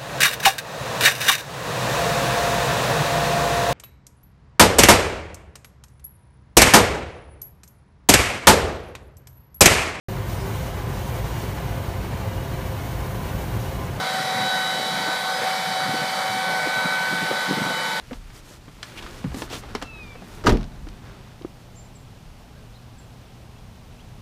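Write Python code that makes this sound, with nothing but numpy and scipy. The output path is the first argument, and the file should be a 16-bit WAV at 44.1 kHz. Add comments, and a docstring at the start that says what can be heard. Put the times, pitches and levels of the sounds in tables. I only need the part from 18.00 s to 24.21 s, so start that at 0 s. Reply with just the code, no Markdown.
"""Shutting a car door on a dog

A dog in a padded jacket shuffles on a car seat: friction makes the cloth rustle, impacts ring the trim,
and a thin harmonic whine falls. Someone steps back and swings the door shut. It meets its seal and
latches twice, exciting the damped modes of latch, door skin and enclosed air, so the cabin booms.
The person's steps and sleeve scuff softly amid a faint low hum, distant traffic and a few small birds."""
import sys
import numpy as np
from scipy import signal
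from scipy.fft import rfft, irfft, next_fast_len
from scipy.io import wavfile
from scipy.ndimage import map_coordinates

SR = 44100
rng = np.random.default_rng(int(sys.argv[2]) if len(sys.argv) > 2 else 0)


def int16_out(signal):
    """Quantize to a 16-bit WAV file."""
    q = np.round(np.clip(np.atleast_2d(signal).T, -1, 1) * 32767)
    wavfile.write(sys.argv[1], SR, q.astype(np.int16))


N = 273905
TIME = np.arange(N) / SR
HIT_TIME = TIME[:SR // 2]


def amp(db):
    """Amplitude grows tenfold every 20 dB."""
    return 10 ** (np.asarray(db) / 20)

def unit(x):
    """Normalisation to an rms of 1."""
    return x / np.sqrt(np.mean(x ** 2) + 1e-20)

def spectrum(points):
    """A frequency response through (Hz, dB) points, interpolated on a log axis."""
    hz, db = np.transpose(points)
    return lambda f: amp(np.interp(np.log(f + 1), np.log(hz + 1), db))

def curves(rows):
    """Linear interpolation in time of each column after the first."""
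    times, *columns = np.transpose(rows)
    return [np.interp(TIME, times, column) for column in columns]

def wobble(rate, size=N):
    """Smooth random modulation: a spline with `rate` knots a second."""
    return map_coordinates(rng.standard_normal(int(size * rate / SR) + 4), [TIME[:size] * rate])

def filtered(x, response):
    """Filtering multiplies the spectrum by a frequency response."""
    size = next_fast_len(len(x) + 8192)
    return irfft(rfft(x, size) * response(np.fft.rfftfreq(size, 1 / SR)), size)[:len(x)]

def noise(response, size):
    """Filtering colours white noise; the rms is 1."""
    return unit(filtered(rng.standard_normal(size), response))

def fade(t60, attack):
    """Damping: after a quick rise, amplitude falls 60 dB in t60 seconds."""
    return np.exp(-np.log(1000) * HIT_TIME / t60) * (1 - np.exp(-HIT_TIME / attack))

def ring(modes, attack, scatter_db):
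    """Free vibration is a sum of damped modes, their strengths scattered at each strike."""
    return sum(amp(db + scatter_db * rng.normal()) * np.sin(2 * np.pi * hz * HIT_TIME)
               * fade(t60, attack) for hz, db, t60 in modes)

def crash(bands, attack):
    """Modes too dense to resolve act as decaying bands of noise about an octave wide."""
    return sum(noise(lambda f: np.exp(-2 * np.log2((f + 1) / hz) ** 2), len(HIT_TIME))
               * amp(db) * fade(t60, attack) for hz, db, t60 in bands)

def echo(x, t60):
    """Diffuse reflection: convolution with a decaying tail of noise."""
    tail = rng.standard_normal(len(HIT_TIME)) * fade(t60, attack=.005)
    return signal.fftconvolve(x, tail / np.linalg.norm(tail))[:N]

def add(track, start, sound):
    """Superposition of a sound on the track, from `start` seconds."""
    part = track[round(start * SR):][:len(sound)]
    part += sound[:len(part)]


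# Far traffic. Each row: frequency in Hz, relative spectral density in dB.
TRAFFIC_SPECTRUM = [(12, -32), (20, -2), (121, -3.5), (148, -6), (230, -10), (264, -13.5), (287, -15.5),
                    (379, -19), (780, -18.5), (1840, -30.5), (2720, -29), (6080, -35.5), (7390, -40.5),
                    (8490, -41), (15200, -45)]
# A distant machine. Each row: frequency in Hz, relative level in dB.
HUM_PARTIALS = [(118.4, -52), (236.9, -61.5), (419.9, -68)]
# Air stirred against the microphone. Each row: time in seconds, level in dB.
DRAUGHT_LEVELS = [(0, -43.5), (.8, -49.5), (1.3, -39), (1.9, -43.5), (2.35, -47.5), (2.75, -38.5),
                  (3.1, -46), (3.6, -56)]
# Screening by the car's body. Each row: time in seconds, traffic gain in dB, hum gain in dB.
SHELTER_GAINS = [(0, -5.5, -7), (1.2, -3, -1.5), (2.2, .5, 0)]

def outdoors():
    """Traffic and hum start in the car's acoustic shadow; turbulence from moving about adds rumble."""
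    traffic = amp(-45.5 + 0.22 * wobble(3.23)) * noise(spectrum(TRAFFIC_SPECTRUM), N)
    hum = sum(amp(db + 3 + 2.76 * wobble(7)) * np.sin(2 * np.pi * hz * TIME + .8 * wobble(11))
              for hz, db in HUM_PARTIALS)
    draught_db, = curves(DRAUGHT_LEVELS)
    rumble = spectrum([(10, -27), (28, -3), (70, -10), (200, -20.5), (1000, -64)])
    draught = amp(draught_db + 2.7 * wobble(10)) * noise(rumble, N)
    traffic_db, hum_db = curves(SHELTER_GAINS)
    return amp(traffic_db) * traffic + amp(hum_db) * hum + draught


def bird(contour_hz, notes):
    """Frequency modulation: each note is a pure tone gliding through the pitches of its contour, reached at
    even steps of time."""
    out = np.zeros(N)
    for start, length, db in notes:
        progress = np.linspace(0, 1, int(length * SR))
        pitch_hz = np.interp(progress, np.linspace(0, 1, len(contour_hz)), contour_hz)
        pitch_hz *= 1 + .009 * wobble(300, len(progress))
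        envelope = np.sqrt(2 * abs(np.sin(np.pi * progress)))
        add(out, start, amp(db) * envelope * np.sin(2 * np.pi * np.cumsum(pitch_hz) / SR))
    return out

def birds():
    """Five kinds of short call, with faint reflections from trees and walls."""
    # Each note: start in seconds, length in seconds, level in dB.
    held = bird([6300, 7400, 7250, 7250, 7300, 7300], [(3.752, .078, -51.5)])
    falling = bird([8150, 7480, 7250], [(3.95, .027, -53), (4.98, .026, -55)])
    arched = bird([3470, 4160, 3600], [(4.735, .0506, -58)])
    stepped = bird([2550, 2700, 3350, 3300], [(5.27, .045, -64), (5.555, .043, -61), (5.982, .04, -56.5)])
    low = bird([1380, 1650, 1460], [(4.53, .09, -62), (4.93, .11, -64)])
    calls = held + falling + arched + stepped + low
    return calls + amp(-8) * echo(calls, t60=.45)


def cloth(response, size, grain_db, grain_rate):
    """Stick-slip friction: fabric moves in tiny uneven jerks, which modulate a noise."""
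    slips = rng.standard_normal(size) * amp(grain_db * wobble(grain_rate, size))
    return unit(filtered(slips, response))

# A coat sleeve beside the microphone. Each row: time in seconds, level in dB.
SLEEVE_LEVELS = [(0, -54), (.62, -57), (.95, -48.5), (1.5, -52), (1.9, -56.5), (2.4, -54.5), (2.7, -59),
                 (4, -60.5)]

def sleeve():
    """Faint sliding friction of a sleeve, which quietens as the arm comes to rest."""
    level_db, = curves(SLEEVE_LEVELS)
    colour = spectrum([(200, -12), (600, -3.5), (1500, 1), (4000, -3), (9000, -10.5), (15000, -18)])
    return amp(level_db + 0.82 * wobble(25.13)) * cloth(colour, N, grain_db=1, grain_rate=500)


# Contact noise. Each row: frequency in Hz, relative spectral density in dB.
CLICK_SPECTRUM = [(150, -23), (500, 0), (1350, -0.5), (2500, -6.5), (4800, -7.5), (8000, -16), (15000, -27)]

def click(low_hz, bright_hz, t60, attack):
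    """A brief contact is broadband, but a part radiates little below its lowest mode."""
    def radiated(f):
        treble_loss = np.hypot(1, (f / bright_hz) ** 2)
        bass_loss = np.hypot(1, (low_hz / (f + 1)) ** 2)
        return spectrum(CLICK_SPECTRUM)(f) / treble_loss / bass_loss
    return noise(radiated, len(HIT_TIME)) * fade(t60, attack)


# Dull rubbing. Each row: frequency in Hz, relative spectral density in dB.
RUB_SPECTRUM = [(60, -18), (150, -0.5), (330, 5.5), (600, -1), (1300, -3.5), (3000, -12.5), (6000, -22),
                (15000, -45)]
# The dog shuffles on the seat. Each row: time in seconds, relative level in dB.
DOG_SHUFFLE = [(0.0, -51), (0.11, -59.5), (0.75, -58), (0.86, -52), (1.03, -42.5), (1.16, -44.5),
               (1.68, -44), (1.94, -48.5), (2.26, -51.5), (2.42, -46)]
# Soft scuffs of a person's steps and sleeve after the door shuts, in the same columns.
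PERSON_SCUFFS = [(2.7, -55), (2.856, -57.5), (3.074, -48.5), (3.3, -54.5)]

def shuffle_and_scuffs(creases_per_s=160, fade_db_per_s=68):
    """Friction and random creasing: first the dog on the seat, then the person's steps and sleeve."""
    level_db, = curves(np.vstack([DOG_SHUFFLE, PERSON_SCUFFS]))
    fade_db = fade_db_per_s * np.maximum(TIME - PERSON_SCUFFS[-1][0], 0)
    rub = cloth(spectrum(RUB_SPECTRUM), N, grain_db=2, grain_rate=400)
    creases = (rng.random(N) < creases_per_s / SR) * amp(4.5 * rng.standard_normal(N))
    tick = click(low_hz=700, bright_hz=5000, t60=.008, attack=.00018)
    crinkle = unit(signal.fftconvolve(creases, tick)[:N])
    return amp(level_db - 0.5 - fade_db + 1.5 * wobble(18)) * (rub + amp(-11) * crinkle)


def swell(length):
    """Friction noise follows sliding speed, which rises and falls a little unevenly."""
    return np.sin(np.pi * np.minimum(HIT_TIME / length, 1)) * amp(1.3 * wobble(72, len(HIT_TIME)))

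def swish(length, centre_hz, q):
    """The tiny slips of a sliding weave make band-pass noise."""
    def weave(f):
        detuning = (f + 1) / centre_hz - centre_hz / (f + 1)
        return 1 / np.hypot(1, q * detuning) / np.hypot(1, f / 7500)
    return swell(length) * cloth(weave, len(HIT_TIME), grain_db=2, grain_rate=450)

# Strokes of the dog's nylon jacket and, last, a soft scuff from the person after the door shuts.
# Each row: midpoint in seconds, length in seconds, level in dB, swish centre in Hz.
CLOTH_STROKES = [(0.151, 0.089, -53.5, 5500), (0.37, 0.093, -49.5, 5500), (.51, .17, -50.5, 5500),
                 (1.051, 0.15, -49, 2510), (1.165, .16, -52, 4400), (1.399, .15, -43, 6200),
                 (1.539, .1, -35, 3370), (1.589, 0.054, -45, 6360), (2.33, 0.23, -56, 7000),
                 (3.1, .2, -55, 1400)]

def rustle():
    """Friction gives a dull rub and a swish, which is higher and broader for a faster slide."""
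    out = np.zeros(N)
    for middle, length, db, swish_hz in CLOTH_STROKES:
        rub = swell(length) * cloth(spectrum(RUB_SPECTRUM), len(HIT_TIME), grain_db=2, grain_rate=370)
        slide = swish(length, swish_hz, q=1.54 * 3000 / swish_hz)
        add(out, max(middle - length / 2, 0), amp(db) * (rub + slide))
    # The jacket drags once across the seat's edge.
    add(out, .958, amp(-37.5) * swish(length=.05, centre_hz=2800, q=3))
    return out


# The dog's voice. Each row: harmonic number, relative level in dB.
WHINE_HARMONICS = [(1, -15.5), (2, -1), (3, -15.5), (4, -26)]
# Its notes. Each row: start and length in seconds, first and last pitch in Hz, level in dB.
WHINE_NOTES = [(1.835, 0.34, 1338, 1150, -44.5), (2.15, .095, 1340, 1204, -54.5)]

def whine(rise_s=.017, fade_s=.08):
    """A harmonic series, strongest on its second member; the fundamental holds briefly, then sags."""
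    out = np.zeros(N)
    for start, length, first_hz, last_hz, level_db in WHINE_NOTES:
        t = TIME[:int(length * SR)]
        sag = np.sin(np.pi / 2 * (t / length) ** 1.07) ** 2
        jitter = .005 * wobble(248, len(t))
        waver = .0038 * wobble(25.3, len(t))
        pitch_hz = (first_hz + (last_hz - first_hz) * sag) * (1 + jitter + waver)
        phase = 2 * np.pi * np.cumsum(pitch_hz) / SR
        envelope = np.minimum(t / rise_s, 1) * np.minimum((length - t) / fade_s, 1)
        tone = sum(amp(db + 2.9 * wobble(45.4, len(t))) * np.sin(k * phase) for k, db in WHINE_HARMONICS)
        add(out, start, np.sqrt(2) * amp(level_db) * envelope * tone)
    return out


# Modes of the trim. Each row: ratio to the lowest frequency, relative level in dB.
TRIM_MODES = [(1, 0), (1.37, -7), (1.9, -8), (2.7, -11)]

def thud(hz, cycles, bright_hz, attack):
    """Constant Q: each mode dies in the same number of cycles. 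Soft contact weakens the overtones."""
    modes = [(hz * k, db - 12 * (k - 1) * hz / bright_hz, cycles / (hz * k)) for k, db in TRIM_MODES]
    return ring(modes, attack, scatter_db=3.5)

# Paws and body against seat and door. Each row: start in seconds, level in dB, pitch in Hz.
BODY_BUMPS = [(.154, -31, 33.8), (.678, -34, 146), (1.246, -18.5, 182), (1.264, -21, 135),
              (1.297, -27, 69.3), (1.37, -27, 229), (1.594, -36, 85), (1.753, -23, 239), (2.822, -28, 48)]

def bumps():
    """A soft body damps what it hits, leaving a low thud and a faint scuff."""
    out = np.zeros(N)
    for start, db, hz in BODY_BUMPS:
        body = thud(hz, cycles=15.2, bright_hz=800, attack=.27 / hz)
        scuff = click(hz, bright_hz=1800, t60=.047, attack=.0011)
        add(out, start, amp(db) * (body + amp(-23.5) * scuff))
    return out

# Taps on the shut door from inside. Each row: start in seconds, level in dB.
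DOOR_TAPS = [(3.413, -26), (3.448, -12.5)]

def taps(hz=344):
    """Heavy damping in the door's padding lets only a short, dull tock through."""
    out = np.zeros(N)
    for start, db in DOOR_TAPS:
        body = thud(hz, cycles=8.8, bright_hz=900, attack=.0014)
        contact = click(hz, bright_hz=1500, t60=.025, attack=.0008)
        add(out, start, amp(db) * (body + amp(-24) * contact))
    return out

# Hard knocks on sill and trim. Each row: start in seconds, thud level in dB, thud pitch in Hz,
# click level in dB, treble cutoff in Hz.
TRIM_KNOCKS = [(.110, -25.5, 518, -34.5, 1500), (.118, -28, 247, -42, 1500),
               (.130, -42.5, 297, -33.5, 5000), (.301, -55, 400, -43, 3000), (.680, -43, 296, -42, 2200),
               (.829, -29, 1320, -26.5, 6000), (1.025, -48, 450, -34, 7000), (1.064, -42, 500, -33.5, 2500),
               (1.242, -28.5, 249, -33, 1800), (1.317, -47, 300, -37.5, 2500),
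               (1.344, -26.5, 277, -30.5, 8000), (1.420, -27, 320, -26, 4000), (1.635, -31, 420, -39, 3000),
               (1.7506, -21.5, 420, -22.5, 6000), (1.816, -46, 500, -33, 4000),
               (1.8236, -26.5, 287, -25.5, 9000), (1.986, -36.5, 420, -41, 2000),
               (2.154, -38, 480, -39, 2000), (2.220, -34.5, 191, -37, 1400), (2.869, -30, 311, -39, 2500)]

def knocks(snap_db_per_db=0.5):
    """Impact on padded plastic gives a snap, a click and a thud; a duller contact rises more slowly."""
    out = np.zeros(N)
    for start, thud_db, hz, click_db, bright_hz in TRIM_KNOCKS:
        body = thud(hz, cycles=22.4, bright_hz=bright_hz, attack=.00028 + 1.2 / bright_hz)
        snap_db = 3.5 + snap_db_per_db * (click_db + 22)  # the first crack grows faster than the force
        snap = amp(snap_db) * click(2 * hz, 2 * bright_hz, t60=.0061, attack=.00026)
        contact = click(hz, bright_hz, t60=.045, attack=.00041)
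        add(out, start, amp(thud_db) * body + amp(click_db) * (snap + contact))
    return out

# Loose parts in the door after it shuts. Each row: start in seconds, level in dB.
DOOR_RATTLES = [(2.571, -30), (2.610, -36), (2.630, -35), (2.641, -37), (2.887, -35), (3.421, -40.5)]

def rattles():
    """Small parts radiate little bass, so their impacts are bright ticks."""
    out = np.zeros(N)
    for start, db in DOOR_RATTLES:
        add(out, start, amp(db) * click(low_hz=1200, bright_hz=6500, t60=.018, attack=.0003))
    return out


# Resonances. Each row: frequency in Hz, relative level in dB, time to fall 60 dB in seconds.
LATCH_MODES = [(594, -12.5, 0.16), (736, -13.5, 0.095), (962, -8.5, 0.1), (1228, 0, 0.061),
               (1350, -6, 0.045), (1543, -11.5, 0.051), (2330, -24.5, .1), (2930, -16, 0.094)]
LATCH_BANDS = [(596, -11.5, 0.15), (1200, -7.5, 0.087), (2340, -14.5, 0.13), (4400, -11, 0.065),
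               (8000, -25, 0.1), (14000, -31, .1)]  # the latch's dense metallic crash
PANEL_MODES = [(117.3, -12.5, 0.48), (169.6, -11.5, 0.28), (221.2, -6, 0.31), (246.4, -6, 0.2),
               (270, -14, 0.19), (281, -9, 0.18), (377.5, -5.5, 0.17), (444.5, -10, 0.167),
               (501, -16.5, 0.11), (543, -15, 0.094)]  # door skin and window
PANEL_BANDS = [(149, -18, 0.75), (300, -8, 0.25), (700, -21, 0.38), (1550, -29.5, 0.39),
               (3680, -32.5, 0.41)]  # their dense modes
CABIN_MODES = [(36.3, -2, 0.38), (48, -4.5, 0.24), (74, 0.5, 0.11), (94.5, -3, 0.086)]  # the enclosed air
# The door meets seal, striker and frame. Each row: start in seconds, then the levels in dB of
# latch crash, latch ring, panel and cabin boom.
DOOR_CONTACTS = [(2.439, -30, -29.5, -28, -34), (2.450, -34, -49, -18, -31), (2.461, -17, -38, -17, -22),
                 (2.468, -10, -7, -20.5, -47), (2.475, -18, -21, -12.5, -30),
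                 (2.483, -32, -43, -14.5, -16.5), (2.492, -13, -24, -20, -26),
                 (2.521, -25, -32, -14.5, -11), (2.548, -44, -42, -31, -27)]

def door():
    """Impulsive excitation: each contact shakes the latch, flexes the skin and pumps the cabin air."""
    out = np.zeros(N)
    for start, crash_db, ring_db, panel_db, boom_db in DOOR_CONTACTS:
        latch = amp(crash_db) * crash(LATCH_BANDS, attack=.00069)
        latch += amp(ring_db) * ring(LATCH_MODES, attack=.0003, scatter_db=2.5)
        panel = ring(PANEL_MODES, attack=.0014, scatter_db=1.6) + crash(PANEL_BANDS, attack=.0012)
        boom = ring(CABIN_MODES, attack=.0017, scatter_db=0)
        add(out, start, latch + amp(panel_db) * panel + amp(boom_db) * boom)
    return out


def scene():
    """The sources superpose at one close microphone; the hard knocks reverberate in the cabin."""
    hard = knocks()
    contacts = hard + amp(-11) * echo(hard, t60=.13) + bumps() + taps() + rattles()
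    nearby = door() + contacts + rustle() + shuffle_and_scuffs() + sleeve() + whine()
    return (nearby + birds() + outdoors())[None]

def record(dry):
    """Soft saturation rounds the highest peaks; band limiting sheds the deepest rumble and top treble."""
    ceiling, low_cut_hz, top_hz = .76, 12.4, 15400
    rounded = dry / (1 + abs(dry / ceiling) ** 6) ** (1 / 6)
    band = lambda f: 1j * f / (low_cut_hz + 1j * f) / np.sqrt(1 + (f / top_hz) ** 300)
    return np.array([filtered(channel, band) for channel in rounded])


dry = scene()
out = record(dry)
int16_out(out)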